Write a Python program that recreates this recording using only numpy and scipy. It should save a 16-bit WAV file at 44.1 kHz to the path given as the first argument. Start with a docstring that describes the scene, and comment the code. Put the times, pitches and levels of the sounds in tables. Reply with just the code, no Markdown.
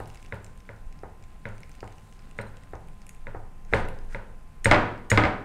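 """A wire whisk works flour and water into dough in a glass bowl on a wooden table, in a small kitchen.
The dough crackles and squelches as a multitude of tiny ruptures. The bowl rocks with each turn, a clack
one way and a dull thud back, each impact exciting damped modes of bowl, table and room.
At the end the whisk is knocked against the glass to shake off dough; the bowl rings, jumps and clatters
down. Beneath it all lie the table's rumble, the room's drone and hush, and a faint appliance whine."""
import sys
import numpy as np
from scipy import signal
from scipy.fft import rfft, irfft
from scipy.io import wavfile

SR = 44100
rng = np.random.default_rng(int(sys.argv[2]) if len(sys.argv) > 2 else 0)


def waveform_to_disk(signal):
    """Save audio, clipped to [-1, 1], as 16-bit WAV at the path in sys.argv[1]."""
    frames = np.transpose(np.atleast_2d(signal))
    scaled = np.clip(frames, -1, 1) * 32767
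    samples = np.round(scaled).astype(np.int16)
    wavfile.write(sys.argv[1], SR, samples)


N = 239992
TIME = np.arange(N) / SR
AGE = TIME[:SR]   # time since a blow [s]

# the arm bears down and the table sways harder: (time [s], level [dB])
SHOVES = [(.87, -38), (3.79, -28.5), (4.12, -30), (4.739, -26), (5.21, -29.5)]
# low resonances of the kitchen: (frequency [Hz], bandwidth [Hz], level [dB])
DRONE_BANDS = [(55.6, 41, -55), (98.2, 25.6, -59.5), (147.8, 15.6, -60), (180.3, 72, -60.5)]
# partials of a whining appliance: (frequency [Hz], level [dB])
WHINE_PARTIALS = [(1034.5, -66.5), (2640, -83.5)]
# spectra of the background and of the dough: (frequency [Hz], relative spectral level [dB])
RUMBLE_SPECTRUM = [(11, -2.5), (18, 12), (24, -2.5), (38, -6.5), (66, -16), (86, -39), (150, -120)]
HUSH_SPECTRUM = [(130, -30), (220, -3.5), (344, -6.5), (435, -5), (580, -8.5), (845, -3), (941, -11.5),
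                 (1030, -14), (1130, -9.5), (2570, -16.5), (3880, -27.5), (8850, -25.5), (15200, -34.5),
                 (16000, -53)]
CRACKLE_SPECTRUM = [(1760, -24), (3000, -2), (3680, 2), (4600, -4), (5440, -7), (9070, 1), (11100, -20),
                    (14900, -5), (16000, -12)]
SQUELCH_SPECTRUM = [(150, -26), (250, 8.5), (462, -10), (498, -15.5), (802, -11), (968, -26), (1010, -10),
                    (5000, -22.5), (6500, -51), (11000, -120)]
SWISH_SPECTRUM = [(1500, 15.5), (3500, -8), (6000, -7.5), (9000, -5.5), (11000, -18), (15000, -20)]
# how briskly the wires cut through flour: (time [s], effort [dB])
EFFORT = [(0.0, -63.5), (0.18, -64.5), (0.37, -68), (1.0, -71), (1.38, -70), (1.69, -66.5), (2.72, -69),
          (3.06, -68.5), (3.37, -73), (3.71, -72.5), (3.92, -68.5), (4.01, -68), (4.29, -71.5),
          (4.6, -72.5)]
# thick strands of dough tear: (time [s], level [dB], tick frequency [Hz], pop relative to tick [dB])
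SNAPS = [(0.146, -45, 6580, 1), (0.2268, -44.5, 7570, -2), (0.4444, -38, 7300, -11),
         (0.5753, -48.5, 7880, -7), (0.9898, -49, 4710, -6), (1.6047, -48, 9090, -6),
         (1.6319, -44, 4200, 5.5), (1.7155, -46, 5100, -6), (1.8048, -40.5, 4400, -4),
         (1.8761, -51, 6830, 10.5), (2.635, -47, 8520, -1), (3.0664, -41.5, 8740, -6),
         (3.0919, -33, 7740, -6), (3.8858, -40, 9200, 1)]
# the loaded whisk drags through dry flour: (time [s], level [dB], half-length [s])
SWISHES = [(3.767, -48.5, 0.05), (4.131, -52.5, 0.028)]

# impacts of the bowl on the table: (time [s], level [dB], relative table boom [dB])
THUDS = [(.001, -30.5, 11), (1.0331, -33.5, 5.5), (1.828, -32, 10.5), (2.7334, -32, 5.5), (3.3464, -31, 5),
         (3.726, -24, 9), (3.741, -20, -21)]   # it rocks back on its dull side
CLACKS = [(0.3233, -22, 6), (0.6903, -29.5, 6.5), (1.454, -22.5, 6), (2.3877, -19.5, 5.5),
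          (3.2686, -26.5, 4.5), (3.7353, -7, -2), (4.1464, -20.5, 2.5), (4.6564, -5.5, 7),
          (5.1155, -6.5, 11)]   # its glass foot tips onto the wood
LANDINGS = [(4.7122, -2.5, -8.5), (4.7206, -8, 0.5), (4.7326, -17.5, -10), (4.7447, -10, -9),
            (4.7923, -23, -12), (5.1744, -5, 3.5), (5.1783, -11, -10), (5.2364, -12, 6.5),
            (5.2514, -14, 10.5)]   # it lands and bounces
# wires strike the glass: (time [s], level [dB], frequency favoured by the spot [Hz])
TAPS = [(2.381, -49, 8600), (3.7427, -41, 8600), (4.6437, -34.5, 8700), (4.6453, -20.5, 8600),
        (4.711, -37, 8600), (5.0998, -29.5, 9500), (5.1025, -18.5, 6700), (5.1074, -37, 6900)]
# a wire springs free: (time [s], level [dB])
PINGS = [(2.4117, -44), (2.469, -55)]
# normal modes: (frequency [Hz], relative level [dB], T60 [s])
THUD_MODES = [(403, -11.5, 0.067), (527, -7.5, 0.0084), (760, -0.5, 0.022), (1310, -9.5, 0.021),
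              (1760, -9, 0.0017)]
CLACK_MODES = [(1530, -6.5, 0.0064), (2010, -4, 0.0083), (3630, -26.5, 0.0039), (493.5, -18.5, 0.16),
               (570, -17.5, 0.14), (970, -65, 0.043)]
LANDING_MODES = [(322, -13.5, 0.087), (658, -10, 0.048), (1450, -7, 0.0098), (2110, -6.5, 0.015),
                 (3520, -19, 0.0013), (4960, -27, 0.01)]
TABLETOP_MODES = [(105.86, -19.5, 0.6), (84, -24.5, 0.18), (208.6, -27.5, 0.25)]
KITCHEN_MODES = [(311, -21.5, 0.25), (596, -26, 0.35), (753, -29, 0.53), (974, -30, 0.53),
                 (1050, -60, 0.23), (1236, -28, 0.4), (1458, -34, 0.56)]   # standing waves of the room
GLASS_MODES = [(420, -17, .1), (1879, -3, .1), (2896, -12, .12), (4086, -20, .07), (5410, -10, .045),
               (6422, -7, .025), (6874, -7, .07), (6960, -13, .14), (7574, -10, .025), (8520, -5, .07),
               (9044, -8, .03), (12200, -28, .12), (14530, -19, .02)]
WIRE_MODES = [(4060, -3.5, 0.042), (5450, -20, 0.085), (6960, -16, .05), (8600, -4.5, 0.042),
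              (10300, -17, .03), (12200, -17, .03)]
# spectra that the blows radiate into the room: (frequency [Hz], relative spectral level [dB])
THUD_SPECTRUM = [(70, 16), (150, 0), (250, -17), (400, 4), (600, -1.5), (900, 2.5), (1130, -9.5),
                 (1350, -11), (2000, -13), (3000, -41), (6000, -45), (15000, -60)]
CLACK_SPECTRUM = [(70, 6.5), (150, 1.5), (300, -5.5), (430, -0.5), (540, 3), (750, -8.5), (920, 1),
                  (1140, -10), (1500, -2), (2200, -12), (2800, -22), (4000, -33.5), (6000, -40),
                  (15000, -56)]
LANDING_SPECTRUM = [(70, -3), (200, 1), (550, 0.5), (1000, 1), (1500, 0), (2200, -6), (2800, -16.5),
                    (4000, -29), (6000, -36), (8500, -37.5), (11000, -59), (15000, -60)]
GLASS_SPECTRUM = [(300, -36), (2000, -4), (5000, -9), (6900, -7.5), (7700, -7), (8700, -7), (10000, -15.5),
                  (15000, -25)]
# reverberation time of the kitchen: (frequency [Hz], T60 [s])
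KITCHEN_T60 = [(80, 0.63), (250, 0.79), (600, 0.62), (1500, 0.51), (4000, 0.52), (8000, 0.41),
               (15000, 0.29)]


def from_db(db):
    """Amplitude ratio: a factor of ten per 20 dB."""
    return 10 ** (np.asarray(db) / 20)


def unit_rms(x):
    """Normalisation to unit mean power."""
    return x / np.sqrt(np.mean(x ** 2) + 1e-20)


def at_hz(points, hz):
    """Interpolation on a logarithmic frequency axis."""
    known, values = np.transpose(points)
    return np.interp(np.log(hz + 1e-9), np.log(known), values)


def colour(x, spectrum):
    """Spectral shaping, with a steep roll-off below the first point."""
    hz = np.fft.rfftfreq(len(x), 1 / SR)
    roll_off = np.minimum(hz / spectrum[0][0], 1) ** 4
    return irfft(rfft(x) * from_db(at_hz(spectrum, hz)) * roll_off, len(x))


def noise(spectrum, length=N):
    """Stationary coloured noise, rms 1."""
    return unit_rms(colour(rng.standard_normal(length), spectrum))


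def drift(rate_hz):
    """Slow random fluctuation from low-passed noise, rms 1."""
    hz = np.fft.rfftfreq(N, 1 / SR)
    return unit_rms(irfft(rfft(rng.standard_normal(N)) / (1 + (hz / rate_hz) ** 4), N))


def swell_at(s, half_s):
    """Gaussian envelope centred on time s, peak 1."""
    return np.exp(-((TIME - s) / half_s) ** 2)


def resonate(x, hz, width_hz):
    """Two-pole resonance with unit peak gain."""
    radius = np.exp(-np.pi * width_hz / SR)
    feedback = [1, -2 * radius * np.cos(2 * np.pi * hz / SR), radius ** 2]
    return signal.lfilter(np.array([1, 0, -1]) * (1 - radius ** 2) / 2, feedback, x + 1e-18)


def add(out, s, sound):
    """Superposition of a sound starting at time s."""
    start = int(np.clip(round(s * SR), 0, N - 1))
    out[start:start + len(sound)] += sound[:N - start]


def ring(modes, contact_s):
    """Modal vibration: modes build up during contact, are in phase as it ends, and decay exponentially."""
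    out = 0
    for hz, level_db, t60 in modes:
        envelope = (1 - np.exp(-(AGE / contact_s) ** 4)) * from_db(-60 * AGE / t60)
        out += from_db(level_db) * envelope / envelope.max() * np.sin(2 * np.pi * hz * (AGE - contact_s))
    return out


def burst(hz, width, swell_s):
    """Transient: milliseconds of noise excite a resonance of fractional bandwidth `width`; peak 1."""
    age = AGE[:SR // 20]
    force = rng.standard_normal(len(age)) * age * np.exp(-age / swell_s)
    sound = resonate(resonate(force, hz, width * hz), hz, width * hz)
    return sound / np.abs(sound).max()


def grains(spectrum, low_hz, high_hz, per_s, spread_db, width):
    """Shot noise: clustered impulses of uneven size excite heavily damped resonances; rms 1."""
    born = rng.random(N) < per_s * from_db(4 * drift(25)) / SR
    sizes = from_db(spread_db * np.minimum(rng.exponential(1, N), 3.5))
    pops = born * sizes * rng.choice([-1, 1], N)
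    pitches, band = np.geomspace(low_hz, high_hz, 10), rng.integers(0, 10, N)
    sound = sum(resonate(pops * (band == k), hz, width * hz) for k, hz in enumerate(pitches))
    return unit_rms(colour(sound, spectrum))


def kitchen(early_db, early_s):
    """Room impulse response: strong early reflections, then a tail that dies sooner in the treble."""
    white, hz, tail = rfft(rng.standard_normal(SR)), np.fft.rfftfreq(SR, 1 / SR), 0
    centres = np.geomspace(60, 16000, 10)
    for centre, share in zip(centres, np.eye(len(centres))):
        band = irfft(white * at_hz(np.c_[centres, share], hz), SR)
        tail += band * from_db(-60 * AGE / at_hz(KITCHEN_T60, centre))
    return tail * (1 + from_db(early_db) * np.exp(-AGE / early_s))


def reverberation(spectrum, early_db, early_s, arrival_s=0.00086):
    """Diffuse field of one blow: the room response filtered by its spectrum; rms 1 over the first 0.1 s."""
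    sound = colour(kitchen(early_db, early_s), spectrum) * (1 - np.exp(-(AGE / arrival_s) ** 2))
    fade = np.minimum(1, 2 * (1 - AGE))
    return fade * sound / np.std(sound[:SR // 10])


def table_rumble(sway_db=-42.5):
    """Forced vibration: the arm's shoves add in power to the table's steady sway."""
    shoves = np.max([from_db(db) * swell_at(s, half_s=0.11) for s, db in SHOVES], axis=0)
    return np.hypot(from_db(sway_db), shoves) * noise(RUMBLE_SPECTRUM)


def room_tone(hush_db=-61, waver_hz=1.2):
    """Ambient noise: a narrow-band drone, an appliance's frequency-modulated whine and a broad hush."""
    drone = whine = 0
    for hz, width_hz, db in DRONE_BANDS:
        band = resonate(rng.standard_normal(N), hz, width_hz)
        drone += from_db(db) * unit_rms(resonate(band, hz, width_hz))
    for hz, db in WHINE_PARTIALS:
        phase = 2 * np.pi * np.cumsum(hz + waver_hz * drift(3.7)) / SR
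        whine += from_db(db) * np.sqrt(2) * np.sin(phase)
    return drone + whine + from_db(hush_db) * noise(HUSH_SPECTRUM)


def crackle(effort_db, flour_db=-73, crumb_db=-76, crumbs_per_s=110, spread_db=3):
    """Fracture noise: the wires cut flour and break small lumps, each at a pitch of its own."""
    flour = grains(CRACKLE_SPECTRUM, 3000, 14000, per_s=2500, spread_db=3, width=0.44)
    crumbs = np.zeros(N)
    for when, size, pitch in rng.random((int(crumbs_per_s * N / SR), 3)):
        strength = from_db(spread_db * min(-np.log(1 - size), 3))
        add(crumbs, when * N / SR, strength * burst(3500 + 6000 * pitch, width=1.0, swell_s=0.00069))
    return from_db(effort_db) * (from_db(flour_db) * flour + from_db(crumb_db) * unit_rms(crumbs))


def squelch(effort_db, steady_db=-68, press_db=-68.5, lead_s=0.069):
    """Compression of wet dough: its pops swell as it is pressed to the wall just before the bowl rocks."""
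    pressing = np.max([swell_at(s - lead_s, half_s=0.087) for s, _, _ in CLACKS + THUDS], axis=0)
    envelope = from_db(effort_db) * (from_db(steady_db) + from_db(press_db) * pressing)
    return envelope * grains(SQUELCH_SPECTRUM, 430, 4900, per_s=530, spread_db=3.5, width=0.82)


def dough(usual_effort_db=-67, effort_swing=1.5, room_db=-8):
    """Direct plus reverberant sound of the dough; one effort modulates crackle, squelch and thin snaps."""
    effort_db = effort_swing * (np.interp(TIME, *np.transpose(EFFORT)) - usual_effort_db)
    direct = crackle(effort_db) + thick_snaps() + squelch(effort_db) + swishes() + thin_snaps(effort_db)
    room = kitchen(early_db=-7, early_s=0.011)
    return direct + from_db(room_db) * signal.fftconvolve(direct, room / np.linalg.norm(room))[:N]


def knocks(rows, modes, spectrum, contact_s, room_db, table_db, room_ring_db, bright_db,
           early_db, early_s, variation):
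    """Impact excitation of bowl, table and room; the contact point shifts, varying the reverberation."""
    out, usual_room = np.zeros(N), reverberation(spectrum, early_db, early_s)
    direct = ring(modes, contact_s)
    tabletop, room_ring = ring(TABLETOP_MODES, contact_s=0.0045), ring(KITCHEN_MODES, contact_s=0.008)
    for s, level_db, boom_db in rows:
        room = usual_room + variation * reverberation(spectrum, early_db, early_s)
        sound = direct + from_db(room_db) * room / np.hypot(1, variation)
        # hard blows are brighter and set the kitchen's mid-pitched resonances ringing more
        hardness = from_db(level_db / 2)
        sound += hardness * from_db(bright_db) * resonate(sound, hz=3930, width_hz=1770)
        ringing = from_db(table_db + boom_db) * tabletop + hardness * from_db(room_ring_db) * room_ring
        add(out, s, from_db(level_db) * (sound + ringing))
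    return out


def bowl():
    """Impacts of a rocking, then bouncing body: the longer contact of the thuds gives a softer attack."""
    clacks = knocks(CLACKS, CLACK_MODES, CLACK_SPECTRUM, contact_s=0.001225, room_db=-21.5, table_db=-1,
                    room_ring_db=-5, bright_db=10.5, early_db=-7.5, early_s=0.048, variation=0.76)
    thuds = knocks(THUDS, THUD_MODES, THUD_SPECTRUM, contact_s=0.00201, room_db=-12, table_db=0.5,
                   room_ring_db=19.5, bright_db=-2, early_db=3, early_s=0.02, variation=0.34)
    landings = knocks(LANDINGS, LANDING_MODES, LANDING_SPECTRUM, contact_s=0.001125, room_db=-18.5,
                      table_db=-0.5, room_ring_db=7, bright_db=7, early_db=-2, early_s=0.019,
                      variation=1.14)
    return clacks + thuds + landings


def snap(tick_hz, pop_db, pop_hz=2200):
    """Tensile rupture: a strand of dough parts with a bright tick and a lower wet pop."""
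    tick = burst(tick_hz, width=0.6, swell_s=0.00059)
    return tick + from_db(pop_db) * burst(pop_hz, width=0.58, swell_s=0.0007)


def thin_snaps(effort_db, usual_per_s=12, low_hz=4600, high_hz=9500):
    """A random point process: thin strands tear more often and louder as the effort grows."""
    out = np.zeros(N)
    count_due = np.cumsum(usual_per_s * from_db(1.8 * effort_db)) / SR
    for k, (when, size, pitch) in enumerate(rng.random((int(count_due[-1]), 3))):
        start = min(np.searchsorted(count_due, k + when), N - 1)
        strength = from_db(-50 + 0.39 * effort_db[start] + 4 * size)
        add(out, start / SR, strength * snap(low_hz * (high_hz / low_hz) ** pitch, pop_db=-1))
    return out


def thick_snaps():
    """Isolated ruptures: thick strands tear one at a time."""
    out = np.zeros(N)
    for s, level_db, tick_hz, pop_db in SNAPS:
        add(out, s, from_db(level_db) * snap(tick_hz, pop_db))
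    return out


def whisk_taps(room_db=-27, click_db=-9, click_s=0.0017, favour_db=6, favour_octaves=0.1, detune=0.0057):
    """Point excitation of glass by wire: the spot favours some modes, and the wire's load detunes them."""
    out = np.zeros(N)
    for s, level_db, spot_hz in TAPS:
        modes = []
        for hz, db, t60 in GLASS_MODES:
            nearness = np.exp(-(np.log2(hz / spot_hz) / favour_octaves) ** 2)
            modes.append((hz * rng.normal(1, detune), db + favour_db * nearness, t60))
        click = from_db(click_db) * noise(GLASS_SPECTRUM, SR) * np.exp(-AGE / click_s)
        room = from_db(room_db) * reverberation(GLASS_SPECTRUM, early_db=-19, early_s=0.02)
        add(out, s, from_db(level_db) * (ring(modes, contact_s=0.00043) / 2 + click + room))
    return out


def wire_pings():
    """Free vibration: a bent wire lets go and rings in its own modes."""
    out = np.zeros(N)
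    for s, level_db in PINGS:
        add(out, s, from_db(level_db) * ring(WIRE_MODES, contact_s=0.00082))
    return out


def swishes():
    """Granular friction: dense tiny pops merge into a hiss as the whisk drags through dry flour."""
    drag = sum(from_db(level_db) * swell_at(s, half_s) for s, level_db, half_s in SWISHES)
    return drag * grains(SWISH_SPECTRUM, 2000, 13000, per_s=4000, spread_db=1.5, width=0.73)


def landing_cracks(crack_db=-17, exponent=2.25):
    """Nonlinear contact: glass meets wood with a crack that grows faster than the force of the landing."""
    out = np.zeros(N)
    for s, level_db, _ in LANDINGS:
        add(out, s, from_db(crack_db + exponent * level_db) * burst(hz=6000, width=0.58, swell_s=0.0009))
    return out


def scene():
    """Superposition of all sources in one channel, as heard from just above the bowl."""
    return (bowl() + whisk_taps() + wire_pings() + table_rumble() + room_tone()
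            + dough() + landing_cracks())[None]


def record(dry):
    """Soft saturation rounds the loudest peaks at full scale; a low-pass filter cuts the extreme treble."""
    limited = dry / (1 + dry ** 10) ** (1 / 10)
    cutoff_hz = 15750
    return signal.sosfilt(signal.ellip(10, 0.1, 80, cutoff_hz, fs=SR, output="sos"), limited)


dry = scene()
out = record(dry)
waveform_to_disk(out)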